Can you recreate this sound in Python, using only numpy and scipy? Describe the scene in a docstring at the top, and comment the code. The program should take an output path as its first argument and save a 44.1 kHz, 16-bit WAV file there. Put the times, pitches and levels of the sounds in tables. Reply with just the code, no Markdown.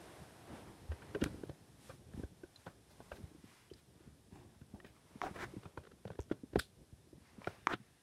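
"""Cats and a cardboard box

Two cats tussle at a cardboard box on the carpet of a quiet room.
Paw blows and padded bumps ring damped panel modes over a low thump; thuds are single low modes.
Claws catch, skip, snap, flick and rip as filtered slips and bursts; strokes and drags are swelling
coloured grains. Fur brushes and a low shuffle are shaped noise, as are a steady faint hiss and airy
noise, with a louder wash at the start that fades.
"""
import sys
import numpy as np
from scipy import signal
from scipy.fft import rfft, irfft, next_fast_len
from scipy.io import wavfile
from scipy.ndimage import map_coordinates

SR = 44100
rng = np.random.default_rng(int(sys.argv[2]) if len(sys.argv) > 2 else 0)


def inscribe(sig):
    """Save sig as 16-bit PCM at rate SR to the path in sys.argv[1].

    A 1-D sig is mono; a 2-D sig holds one channel per row.
    Samples are clipped to [-1, 1] before scaling.
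    """
    pcm = np.round(np.clip(np.atleast_2d(sig).T, -1, 1) * 32767)
    wavfile.write(sys.argv[1], SR, pcm.astype(np.int16))


N = 353682
TIME_S = np.arange(N) / SR
AGE_S = np.arange(SR // 4) / SR  # time since a contact

# Spectrum of airy noise and of fur rustle. Each row: frequency in Hz, relative level in dB.
AIR_SPECTRUM = [(150, -29), (250, -7), (351, -4), (386, -6.5), (576, -8), (690, -5.5), (1380, -15.5),
                (1630, -13), (2130, -19), (4500, -27.5), (5850, -44), (9900, -120)]
# Spectrum of hiss and of fur fizz. Each row: frequency in Hz, relative level in dB.
HISS_SPECTRUM = [(1760, -4), (3000, -2.5), (3400, -1), (3860, -1.5), (4570, -4), (5140, -1), (7050, -5.5),
                 (8700, -2), (9400, -2), (11900, -5.5), (13200, -17.5), (15100, -15.5), (16000, -34.5)]
# Resonances of the hollow of the box, before through() scales them. Each row: frequency in Hz, gain in dB.
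HOLLOW_MODES = [(250, -4.5), (350, 5.5), (510, -4), (740, 1), (980, -4), (1300, -3), (1800, -1.5),
                (2300, 1), (3000, 0.5), (3600, 2), (4300, 1), (5500, 2.5), (8000, 1.5)]


def blows(knock_lead_s=0.0011, claw_lead_s=0.0008):
    """A paw scuffs in and strikes the box: the panel knocks and a claw sets the stiff card ringing."""
    # Paw blows. Each row: start in seconds, knock level in dB, panel pitch in Hz, t60 in seconds,
    # thump level in dB (before the cut in knock), claw level in dB (before the cut in claw and the card),
    # claw pitch in Hz, chatter length in seconds.
    hits = [(0.918, -40, 460, 0.013, -53, -51, 1613, 0.035),
            (1.1488, -31.5, 374.5, 0.053, -42, -44, 1460, 0.023),
            (1.218, -28.5, 326, 0.041, -43, -45.5, 1553, 0.046),
            (1.26, -32, 293, 0.052, -37, -48, 1486, 0.03),
            (1.436, -31.5, 366, 0.011, -49, -56.5, 1090, .014),
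            (1.494, -40.5, 325, 0.019, -37.5, -69, 1500, 0.013),
            (1.895, -44.5, 522, 0.041, -51, -50, 1215, 0.069),
            (2.235, -33.5, 302, 0.013, -37, -61, 1485, 0.015),
            (2.435, -41, 350, 0.046, -54, -61.5, 1485, 0.024),
            (2.666, -55, 274, 0.065, -43, -45.5, 1074, 0.045),
            (3.005, -43, 455, 0.0033, -61, -57.5, 940, 0.026),
            (3.118, -40, 540, 0.012, -45, -47.5, 1592, 0.034),
            (4.848, -50, 211, 0.035, -67, -60, 1020, 0.014),
            (5.656, -51, 323, 0.013, -41.5, -52.5, 1170, 0.024),
            (5.776, -38.5, 384, 0.0093, -40, -43, 1130, 0.015),
            (6.053, -37, 473, 0.013, -37.5, -59.5, 1900, 0.012),
            (6.103, -38, 510, 0.012, -39, -57, 1423, 0.019),
            (6.191, -31, 408, 0.012, -34.5, -61.5, 1550, 0.022),
            (6.3132, -24, 323, 0.022, -37.5, -48, 1508, 0.024),
            (6.558, -17.5, 397, 0.015, -27.5, -40, 1395, 0.019),
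            (7.473, -33.5, 380, 0.024, -37.5, -36, 1308, 0.016)]
    # Resonances of the stiff card, before through() scales them. Each row: frequency in Hz, gain in dB.
    card_modes = [(400, 0), (600, 2), (900, -4), (1080, -1), (1280, -6), (1520, 5), (1750, -4), (2150, -7),
                  (2450, 3), (2700, -3), (3000, 1.5), (3600, 0), (8000, 0)]
    scuff_rise_s, scuff_fall_s = 0.011, 0.079  # the paw slides through each blow
    scuff_base_db, scuff_db_per_claw_db = -32, 0.48
    knocks, scratches = np.zeros((2, N))
    for s, db, hz, t60_s, thump_db, claw_db, claw_hz, chatter_s in hits:
        add(knocks, s - knock_lead_s, knock(db, hz, t60_s, thump_db))
        add(scratches, s - claw_lead_s, claw(claw_db, claw_hz, chatter_s))
        scuff_db = scuff_base_db + scuff_db_per_claw_db * claw_db
        scuff = stroke(scuff_rise_s, scuff_fall_s, scuff_db, claw_hz, body_db=5.5, fizz_db=2.5)
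        add(scratches, s - scuff_rise_s, scuff)
    return knocks + through(scratches, card_modes)


def bumps(lead_s=0.0016, t60_s=0.031, faint_db=8, faint_hz=280, faint_thump_db=2, spread=0.38, count=10):
    """Padded bumps of the panel, plus faint ones at random times, louder where the cats move more."""
    # Bumps of a body or a soft paw. Each row: start in seconds, level in dB, panel pitch in Hz,
    # thump level in dB (before the cut in knock).
    padded = [(1.159, -30, 387, -50), (1.166, -37.5, 387, -51), (1.223, -23.5, 246, -32),
              (1.2306, -52, 242, -39), (1.242, -39.5, 417, -47), (1.343, -41.5, 293, -62),
              (1.383, -43.5, 287, -56), (1.413, -44, 259, -57), (2.142, -43, 208, -40),
              (2.177, -37, 240, -41), (2.195, -37, 248, -40), (3.196, -61, 190, -42.5),
              (3.234, -56, 203, -37.5), (3.314, -52, 295, -68), (3.349, -47.5, 312, -61),
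              (3.44, -47.5, 264, -50.5), (3.715, -42.5, 370, -52), (4.006, -54.5, 335, -62),
              (4.075, -46.5, 204, -52.5), (4.324, -46.5, 219, -48), (4.45, -48.5, 181, -66),
              (4.615, -46.5, 229, -46), (4.739, -41, 210, -47), (5.157, -42, 223, -59),
              (5.312, -39.5, 170, -57), (5.538, -41.5, 340, -64), (5.566, -38, 295, -37.5),
              (6.436, -37, 259, -55), (6.533, -42, 326, -44), (6.569, -32.5, 265, -33.5),
              (6.926, -53, 198, -47.5), (7.13, -47.5, 337, -52), (7.382, -43.5, 228, -46.5),
              (7.736, -33, 330, -38.5), (7.799, -62, 270, -47.5)]
    faint = []
    for s in rng.random(count) * N / SR:
        hz = faint_hz * np.exp(spread * rng.normal())
        faint.append((s, movement_db(s) + faint_db, hz, movement_db(s) + faint_thump_db))
    out = np.zeros(N)
    for s, db, hz, thump_db in padded + faint:
        add(out, s - lead_s, knock(db, hz, t60_s, thump_db))
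    return out


def knock(db, hz, t60_s, thump_db, upper_db=-13, upper_ratio=1.588, thump_hz=90, thump_gain_db=-6,
          flap_hz=145, flap_db=-1):
    """A bump flexes a damped panel; the weight behind it sways the whole box in two low modes."""
    upper_change, shape, detune = rng.standard_normal(3)
    panel = ring(hz, t60_s, attack_s=0.0022)
    upper_hz = hz * upper_ratio * np.exp(0.14 * shape)
    upper = amp(upper_db + 2 * upper_change) * ring(upper_hz, t60_s, attack_s=0.0039)
    load = np.exp(0.21 * detune)  # the cat's weight shifts the low modes
    sway = ring(thump_hz * load, t60_s=0.069, attack_s=0.012)
    flap = amp(flap_db) * ring(flap_hz * load, t60_s=0.04, attack_s=0.017)
    return amp(db) * (panel + upper) + amp(thump_db + thump_gain_db) * (sway - flap)


def claws(tick_count=5, tick_loss_db=3.5, tick_s=0.0017, ring_t60_s=0.03, ring_attack_s=0.0015):
    """Catches, alone or along with a blow, each with a brief ring at its pitch; skips of ever weaker ticks."""
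    # Catches, alone or along with a blow. Each row: start in seconds, level in dB (before the cut in claw),
    # pitch in Hz, chatter length in seconds, ring level in dB.
    catches = [(1.019, -57, 1536, 0.034, -50), (1.149, -56, 2540, 0.022, -52.5),
               (1.2145, -51.5, 2830, .02, -56), (2.559, -65.5, 4070, 0.022, -52.5),
               (3.7, -69, 3080, 0.051, -63), (3.735, -63.5, 4900, 0.023, -58),
               (4.615, -76.5, 1510, 0.026, -67), (4.801, -61, 1900, 0.014, -58),
               (4.847, -58.5, 1904, 0.022, -51), (5.2363, -41.5, 765, 0.029, -41.5),
               (7.418, -55, 1270, 0.0046, -70), (7.4448, -54.5, 2330, 0.0063, -52),
               (7.7364, -42.5, 1450, 0.01, -43)]
    # Skips along the card. Each row: start in seconds, first tick level in dB (before the cut in claw),
    # pitch in Hz, gap in seconds.
    skips = [(6.205, -62.5, 6100, .0087)]
    out = np.zeros(N)
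    for s, db, hz, chatter_s, ring_db in catches:
        card_ring = amp(ring_db) * ring(hz, ring_t60_s, ring_attack_s)
        add(out, s, claw(db, hz, chatter_s) + card_ring)
    for s, db, hz, gap_s in skips:
        for k in range(tick_count):
            add(out, s + k * gap_s, claw(db - k * tick_loss_db, hz, tick_s))
    return out


def claw(db, hz, chatter_s, level_db=-14, jitter=0.18, scatter_db=3, fall_db=50, bite=0.089, count=80):
    """A claw bites in and chatters over the card in uneven, dying slips; the shortest are all but one snap."""
    # Colour of card under a claw. Each row: multiple of the pitch, level in dB.
    catch_colour = [(.05, -41), (.25, -2.5), (.47, 4), (.75, 3), (1, -1), (1.45, -5), (1.85, -9),
                    (2.3, -23), (4.2, -28.5), (5, -46), (7, -45), (12, -61)]
    gap, force = rng.standard_normal((2, count))
    gaps_s = np.exp(jitter * gap) / hz
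    ends_s = np.cumsum(gaps_s)
    when_s = ends_s - gaps_s[0]
    bite_in = 1 - np.exp(-ends_s / (bite * chatter_s))
    sizes = bite_in * amp(scatter_db * force - fall_db * when_s / chatter_s)
    slips = np.bincount(np.round(when_s * SR).astype(int), sizes, len(AGE_S))[:len(AGE_S)]
    sound = signal.fftconvolve(slips, click(catch_colour, hz))[:len(AGE_S)]
    return amp(db + level_db) * unit(flap_echo(sound, share=0.34))


def snaps(energy_length_s=0.0019, allpass_pole=0.83):
    """A bent claw lets go of the card's edge in one dry crack; its treble arrives ahead of its bass."""
    # Cracks. Each row: start in seconds, level in dB, brightness as a stretch of the spectrum.
    cracks = [(5.2166, -30, 0.96), (7.6708, -20, 1)]
    # Spectrum of a crack. Each row: frequency in Hz, relative level in dB.
    crack_spectrum = [(100, -25), (350, -6.5), (520, -23.5), (800, -6.5), (1150, 2), (1600, -9),
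                      (2300, -7.5), (2800, -25.5), (3100, -19), (4700, -34), (6100, -27), (8500, -45),
                      (14000, -70)]
    out = np.zeros(N)
    for s, db, brightness in cracks:
        crack = signal.lfilter([-allpass_pole, 1], [1, -allpass_pole], click(crack_spectrum, brightness))
        add(out, s, amp(db) * np.sqrt(energy_length_s * SR) * crack / np.linalg.norm(crack))
    return out


def ticks(decay_s=0.0035, spiky_db=4):
    """A claw tip flicks over a few fibres: a short, broad scratch."""
    # Light flicks. Each row: time of the peak in seconds, level in dB.
    flicks = [(1.107, -65), (1.213, -45.5), (1.234, -49), (1.271, -52), (1.497, -48), (2.137, -56.5),
              (2.176, -58), (2.667, -49), (3.121, -60), (3.172, -54.5), (4.616, -60.5), (4.848, -57),
              (5.57, -59), (5.635, -50.5), (5.647, -62), (5.709, -66), (5.839, -55.5), (5.853, -56.5),
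              (5.872, -51), (5.919, -54.5), (6.079, -48), (6.118, -55), (6.134, -58), (6.156, -58),
              (6.193, -49), (6.301, -56), (6.322, -43.5), (6.536, -52), (6.562, -42.5), (6.571, -52)]
    # Spectrum of a flick. Each row: frequency in Hz, relative level in dB.
    flick_spectrum = [(100, -20), (400, 11.5), (900, -9.5), (1500, 0), (2300, -10.5), (3500, -10),
                      (5200, -21), (7000, -26), (12000, -43)]
    out = np.zeros(N)
    t = AGE_S - AGE_S.mean()
    swell = np.exp(-np.abs(t / decay_s))
    for s, db in flicks:
        slips, force = rng.standard_normal((2, len(t)))
        scratch = coloured(slips * amp(spiky_db * force), flick_spectrum)
        add(out, s + t[0], amp(db) * scratch * swell)
    return out


def scrapes(grip_db=1.2, grip_knots_per_s=220):
    """Longer strokes along the card sound through the hollow of the box; the grip varies unevenly."""
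    # Strokes. Each row: time of the hardest press in seconds, rise in seconds, fall in seconds,
    # level in dB (before the hollow), centre in Hz, low body in dB, high fizz in dB.
    strokes = [(.68, 0.042, 0.11, -53.5, 1080, 1, -5), (1.902, .12, 0.11, -79, 1230, 9, 9),
               (2.686, .016, 0.064, -57, 1080, -11, -8), (2.915, 0.028, 0.067, -64.5, 1700, -0.5, 7),
               (3.164, 0.042, 0.044, -59.5, 1700, 0, 7), (4.355, 0.058, 0.24, -57, 990, -1, -2),
               (4.551, 0.027, 0.053, -71, 890, -14, -3), (4.746, 0.016, 0.19, -53.5, 696, 3.5, -6),
               (4.869, 0.021, 0.063, -59.5, 1770, -7, -4), (4.966, 0.046, 0.067, -66, 1090, -12, -3),
               (5.266, 0.007, 0.041, -40.5, 1270, -1, -14), (5.363, 0.025, 0.05, -46, 1260, -4, -7),
               (7.471, 0.088, 0.89, -64.5, 1520, -14, -3)]
    out = np.zeros(N)
    for s, rise_s, fall_s, db, hz, body_db, fizz_db in strokes:
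        add(out, s - rise_s, stroke(rise_s, fall_s, db, hz, body_db, fizz_db))
    grip = amp(grip_db * wobble(grip_knots_per_s))
    return through(out * grip, HOLLOW_MODES)


def stroke(rise_s, fall_s, db, hz, body_db, fizz_db, start_db=-14, end_db=-22, roundness=0.81,
           grains_per_s=9000, grain_db=-1.5, smooth=0.12):
    """A stroke plucks a dense run of fibres, swelling with the pressure and letting go."""
    # Colour of card under a stroke. Each row: multiple of the centre frequency, level in dB.
    rub_colour = [(.05, -7), (.28, 0.5), (.48, -4), (.7, -9), (.92, -6.5), (1.3, -12), (1.7, -17),
                  (2.3, -18), (3.5, -25), (5.5, -31), (7.5, -28), (10, -39)]
    t = np.arange(-rise_s, fall_s, 1 / SR)
    plucked = rng.random(len(t)) < grains_per_s / SR
    force, sign, fur = rng.standard_normal((3, len(t)))
    grains = plucked * np.sign(sign) * amp(grain_db * force) + smooth * fur
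    rise_db = start_db * np.abs(t / rise_s) ** roundness
    fall_db = end_db * np.abs(t / fall_s) ** roundness
    pressure = amp(np.where(t < 0, rise_db, fall_db)) * signal.windows.tukey(len(t), 0.15)
    colour = tilted(rub_colour, body_db, fizz_db)
    return amp(db) * pressure * coloured(flap_echo(grains, share=0.33), colour, hz)


def drags(fade_in_s=0.0029, grain_db=1.0, release_db=20, grip_db=1.0, grip_knots_per_s=320):
    """A hooked claw is pulled over the card: the rasp swells, climbs as the paw speeds up, and slips off."""
    # Hard drags. Each row: start in seconds, length in seconds, release in seconds,
    # final level in dB (before the hollow), swell in dB, swell shape (1 steady, more = early),
    # first centre in Hz, last centre in Hz, low body in dB, high fizz in dB.
    pulls = [(5.219, 0.039, 0.056, -41.5, 4.5, 5.3, 1000, 1140, 6.5, 0.5),
             (5.372, 0.072, 0.019, -42, 16, 2.6, 1250, 1460, 1.5, 0),
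             (7.681, 0.059, 0.014, -38.5, 14, 4.9, 1130, 1285, -2, -6.5),
             (7.718, 0.018, 0.02, -43.5, 13, 1, 2450, 2730, 1, -19)]
    # Colour of card under a drag. Each row: multiple of the centre frequency, level in dB.
    drag_colour = [(.08, -7.5), (.25, -3.5), (.45, -7.5), (.7, -2.5), (1, 1.5), (1.35, -1.5), (1.7, -13),
                   (2.4, -18), (3.2, -23.5), (5, -26.5), (7.5, -33), (10, -39.5)]
    out = np.zeros(N)
    for s, length_s, release_s, db, swell_db, shape, start_hz, end_hz, body_db, fizz_db in pulls:
        t = np.arange(0, length_s + 3 * release_s, 1 / SR)
        travel = np.minimum(t / length_s, 1)
        slips, force = rng.standard_normal((2, len(t)))
        fibres = slips * amp(grain_db * force)
        colour = tilted(drag_colour, body_db, fizz_db)
        low = coloured(fibres, colour, start_hz)
        high = coloured(fibres, colour, end_hz)
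        rasp = unit((1 - travel) * low + travel * high)
        pressure_db = -swell_db * (1 - travel) ** shape
        pressure_db -= release_db * np.maximum(t - length_s, 0) / release_s
        add(out, s, amp(db + pressure_db) * np.minimum(t / fade_in_s, 1) * rasp)
    grip = amp(grip_db * wobble(grip_knots_per_s))  # the claw sticks and slips
    return through(out * grip, HOLLOW_MODES)


def rips(lead_s=0.01, tail_t60_s=0.18, edge=3, reach=1.5):
    """A few milliseconds of tearing fibres that may ring the card and leave a short sizzle in the room."""
    # Rips. Each row: time of the centre in seconds, level in dB, half length in seconds,
    # ringing of the card 0-1, sizzle relative to the rip in dB.
    tears = [(1.2405, -33.5, 0.002, 0, -21), (6.595, -33, 0.0036, 1, -14.5)]
    # Spectrum of a rip. Each row: frequency in Hz, relative level in dB.
    rip_spectrum = [(500, -4), (1100, -8.5), (1500, -0.5), (2200, -3.5), (3200, -9), (3800, -12.5),
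                    (5200, -11.5), (8000, -15), (11000, -17.5), (16000, -29)]
    # Ringing of the card at full amount. Each row: frequency in Hz, gain in dB.
    ring_modes = [(600, -3), (950, -8), (1250, 2.5), (1520, 8.5), (1800, 1), (2200, -5), (2500, -2),
                  (2900, -10), (3550, 8), (4200, 4), (4950, 7), (5500, -2), (6400, -19), (7700, 3),
                  (12000, 0.5)]
    # Spectrum of the sizzle. Each row: frequency in Hz, relative level in dB.
    sizzle_spectrum = [(880, -44), (1500, -18), (2140, -20), (3600, -5), (4900, -11), (6000, -20),
                       (8830, -16), (11300, -18), (16000, -42)]
    out = np.zeros(N)
    t = AGE_S - lead_s
    for s, db, half_s, ringing, tail_db in tears:
        tear, sizzle = rng.standard_normal((2, len(t)))
        swell = 1 / (1 + np.abs(t / half_s) ** edge)
        phase = np.angle(rfft(tear * swell))
        flat = irfft(np.exp(1j * phase), len(t))  # the tear excites all frequencies alike
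        brief = flat / (1 + np.abs(t / (reach * half_s)) ** edge)
        card_ring = [(hz, ringing * level_db) for hz, level_db in ring_modes]
        burst = through(through(brief, rip_spectrum), card_ring)
        burst = burst * np.linalg.norm(swell) / np.linalg.norm(burst)
        tail = coloured(sizzle, sizzle_spectrum) * (t > 0) * amp(tail_db - 60 * t / tail_t60_s)
        add(out, s - lead_s, amp(db) * (burst + tail))
    return out


def floor_thud():
    """A soft weight comes down on the carpet and the floor under it booms briefly."""
    # A cat's weight lands. Each row: start in seconds, level in dB, pitch in Hz, attack in seconds,
    # t60 in seconds.
    landings = [(.886, -34.5, 77, 0.038, 0.082), (6.562, -41, 62, 0.015, 0.11)]
    out = np.zeros(N)
    for s, db, hz, attack_s, t60_s in landings:
        add(out, s, amp(db) * ring(hz, t60_s, attack_s))
    return out


def brushes():
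    """Fur slides past in a soft swell: a mid rustle with fizz on top."""
    # Fur past card and carpet. Each row: time of the peak in seconds, half length in seconds,
    # rustle level in dB, brightness as a stretch of the rustle spectrum, fizz level in dB.
    passes = [(0.121, 0.2, -60.5, 0.96, -71.5), (0.559, 0.087, -55, 0.81, -69.5),
              (1.076, 0.27, -62.5, 1.14, -74.5), (1.332, 0.17, -65, 1.13, -71),
              (1.88, 0.082, -70, 2.7, -65), (2.195, 0.069, -64.5, 1.1, -69.5), (2.62, 0.11, -73, 2.3, -73),
              (3.122, 0.24, -69, 1.24, -71.5), (3.545, 0.14, -67.5, 3, -74),
              (3.785, 0.032, -71.5, 5.3, -84), (4.035, 0.1, -73.5, 2, -99), (5.381, 0.3, -63.5, 1.33, -70),
              (7.287, 0.073, -70, 2.8, -96), (7.482, 0.1, -61, 1.45, -73)]
    out = np.zeros(N)
    t = np.arange(-SR // 2, SR // 2) / SR
    for s, half_s, db, brightness, fizz_db in passes:
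        rustle, fizz = rng.standard_normal((2, SR))
        sound = amp(db) * coloured(rustle, AIR_SPECTRUM, brightness)
        sound += amp(fizz_db) * coloured(fizz, HISS_SPECTRUM)
        swell = np.exp(-(t / half_s) ** 2)
        add(out, s + t[0], (sound * swell)[t >= -s])
    return out


def movement_db(s):
    """Level of the cats' shuffling at time s, joined by straight lines."""
    # Weight shifting on the carpet. Each row: time in seconds, level of the low shuffle in dB.
    shifts = [(0.0, -61), (1.03, -57), (1.34, -52.5), (1.58, -63.5), (1.92, -63), (2.17, -60),
              (2.48, -66.5), (2.88, -66), (3.21, -56), (3.46, -67.5), (3.84, -67.5), (4.44, -63.5),
              (5.05, -68.5), (5.41, -54), (5.83, -67), (7.44, -65.5), (7.57, -66), (8.02, -74.5)]
    return np.interp(s, *np.transpose(shifts))


def background(lumps_db=3, air_drift_db=1):
    """Lumpy low shuffling; a steady faint hiss and airy noise, with a louder wash at the start that fades."""
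    # Spectrum of the shuffle. Each row: frequency in Hz, relative level in dB.
    shuffle_spectrum = [(20, -51), (40, -16.5), (62, -2), (95, -1.5), (140, -2), (200, -6), (290, -9.5),
                        (400, -12), (700, -25), (1300, -78)]
    lumps = amp(lumps_db * wobble(35))
    shuffle = unit(coloured(rng.standard_normal(N), shuffle_spectrum) * lumps)
    air = coloured(rng.standard_normal(N), AIR_SPECTRUM) * amp(air_drift_db * wobble(8))
    hiss = coloured(rng.standard_normal(N), HISS_SPECTRUM)
    air_gain = fading_wash(steady_db=-76.5, start_db=-60, fade_db_per_s=7.5)
    hiss_gain = fading_wash(steady_db=-75, start_db=-68, fade_db_per_s=4.5)
    return amp(movement_db(TIME_S)) * shuffle + air_gain * air + hiss_gain * hiss


def fading_wash(steady_db, start_db, fade_db_per_s):
    """Gain of a steady level and a louder wash at the start that fades, the two summed in power."""
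    return np.hypot(amp(steady_db), amp(start_db - fade_db_per_s * TIME_S))


def room(x):
    """The short tail of a carpeted room: noise that decays faster in the treble."""
    # Decay of the room. Each row: frequency in Hz, t60 in seconds.
    decay = [(100, 0.21), (1000, 0.14), (10000, 0.011)]
    hz, t, z = signal.stft(rng.standard_normal(SR // 2), SR, nperseg=256)
    fade = amp(-60 * t / along(decay, hz)[:, None])
    tail = signal.istft(z * fade, SR, nperseg=256)[1]
    return signal.fftconvolve(x, tail / np.linalg.norm(tail))[:N]


def flap_echo(x, share, nearest_s=0.00062, farthest_s=0.00225):
    """A card wall answers within a few milliseconds, rippling the colour anew at each contact."""
    lag = round(rng.uniform(nearest_s, farthest_s) * SR)
    return x + share * np.pad(x, (lag, 0))[:len(x)]


def through(x, body):
    """x heard through the fixed resonances of a body, all scaled by 0.99 in frequency."""
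    return signal.fftconvolve(x, click(body, 0.99))[:len(x)]


def ring(hz, t60_s, attack_s):
    """One damped mode with a soft start, envelope peak 1."""
    swell = (1 - np.exp(-(AGE_S / attack_s) ** 2)) * amp(-60 * AGE_S / t60_s)
    return swell / swell.max() * np.sin(2 * np.pi * hz * AGE_S)


def tilted(spectrum, body_db, fizz_db):
    """A colour in multiples of its pitch, with body_db added below 0.8 and fizz_db above 2."""
    return [(ratio, level_db + body_db * (ratio < 0.8) + fizz_db * (ratio > 2))
            for ratio, level_db in spectrum]


def coloured(x, spectrum, scale=1):
    """x through a spectrum whose frequencies are stretched by scale, at rms 1."""
    size = next_fast_len(len(x) + 8192, real=True)
    gain = amp(along(spectrum, np.fft.rfftfreq(size, 1 / SR) / scale))
    return unit(irfft(rfft(x, size) * gain, size)[:len(x)])


def click(spectrum, scale, size=2048):
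    """The causal (minimum-phase) impulse response of a spectrum stretched by scale."""
    gain = amp(along(spectrum, np.fft.rfftfreq(size, 1 / SR) / scale))
    cepstrum = irfft(np.log(gain))
    cepstrum[1:size // 2] *= 2
    cepstrum[size // 2 + 1:] = 0
    return irfft(np.exp(rfft(cepstrum)))


def wobble(knots_per_s):
    """A smooth random curve through normally distributed knots."""
    knots = rng.standard_normal(int(N * knots_per_s / SR) + 4)
    return map_coordinates(knots, [TIME_S * knots_per_s])


def along(points, hz):
    """Read (Hz, value) points on a log frequency axis."""
    f, v = np.transpose(points)
    return np.interp(np.log(hz + 1e-6), np.log(f), v)


def amp(db):
    """Decibels to gain."""
    return 10 ** (np.asarray(db) / 20)


def unit(x):
    """Scale to rms 1."""
    return x / np.sqrt(np.mean(x ** 2) + 1e-20)


def add(track, s, sound):
    """Mix a sound into the track from time s in seconds."""
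    part = track[max(round(s * SR), 0):][:len(sound)]
    part += sound[:len(part)]


def scene(room_db=-24):
    """Close contacts with a faint room tail, over fur and background."""
    contacts = blows() + bumps() + claws() + snaps() + ticks()
    contacts += scrapes() + drags() + rips() + floor_thud()
    return (contacts + amp(room_db) * room(contacts) + brushes() + background())[None]


def record(dry, top_hz=15800):
    """A sharp band limit: nothing is kept from top_hz upward."""
    size = next_fast_len(N + 8192, real=True)
    keep = np.fft.rfftfreq(size, 1 / SR) < top_hz
    return irfft(rfft(dry, size) * keep, size)[:, :N]


dry = scene()
out = record(dry)
inscribe(out)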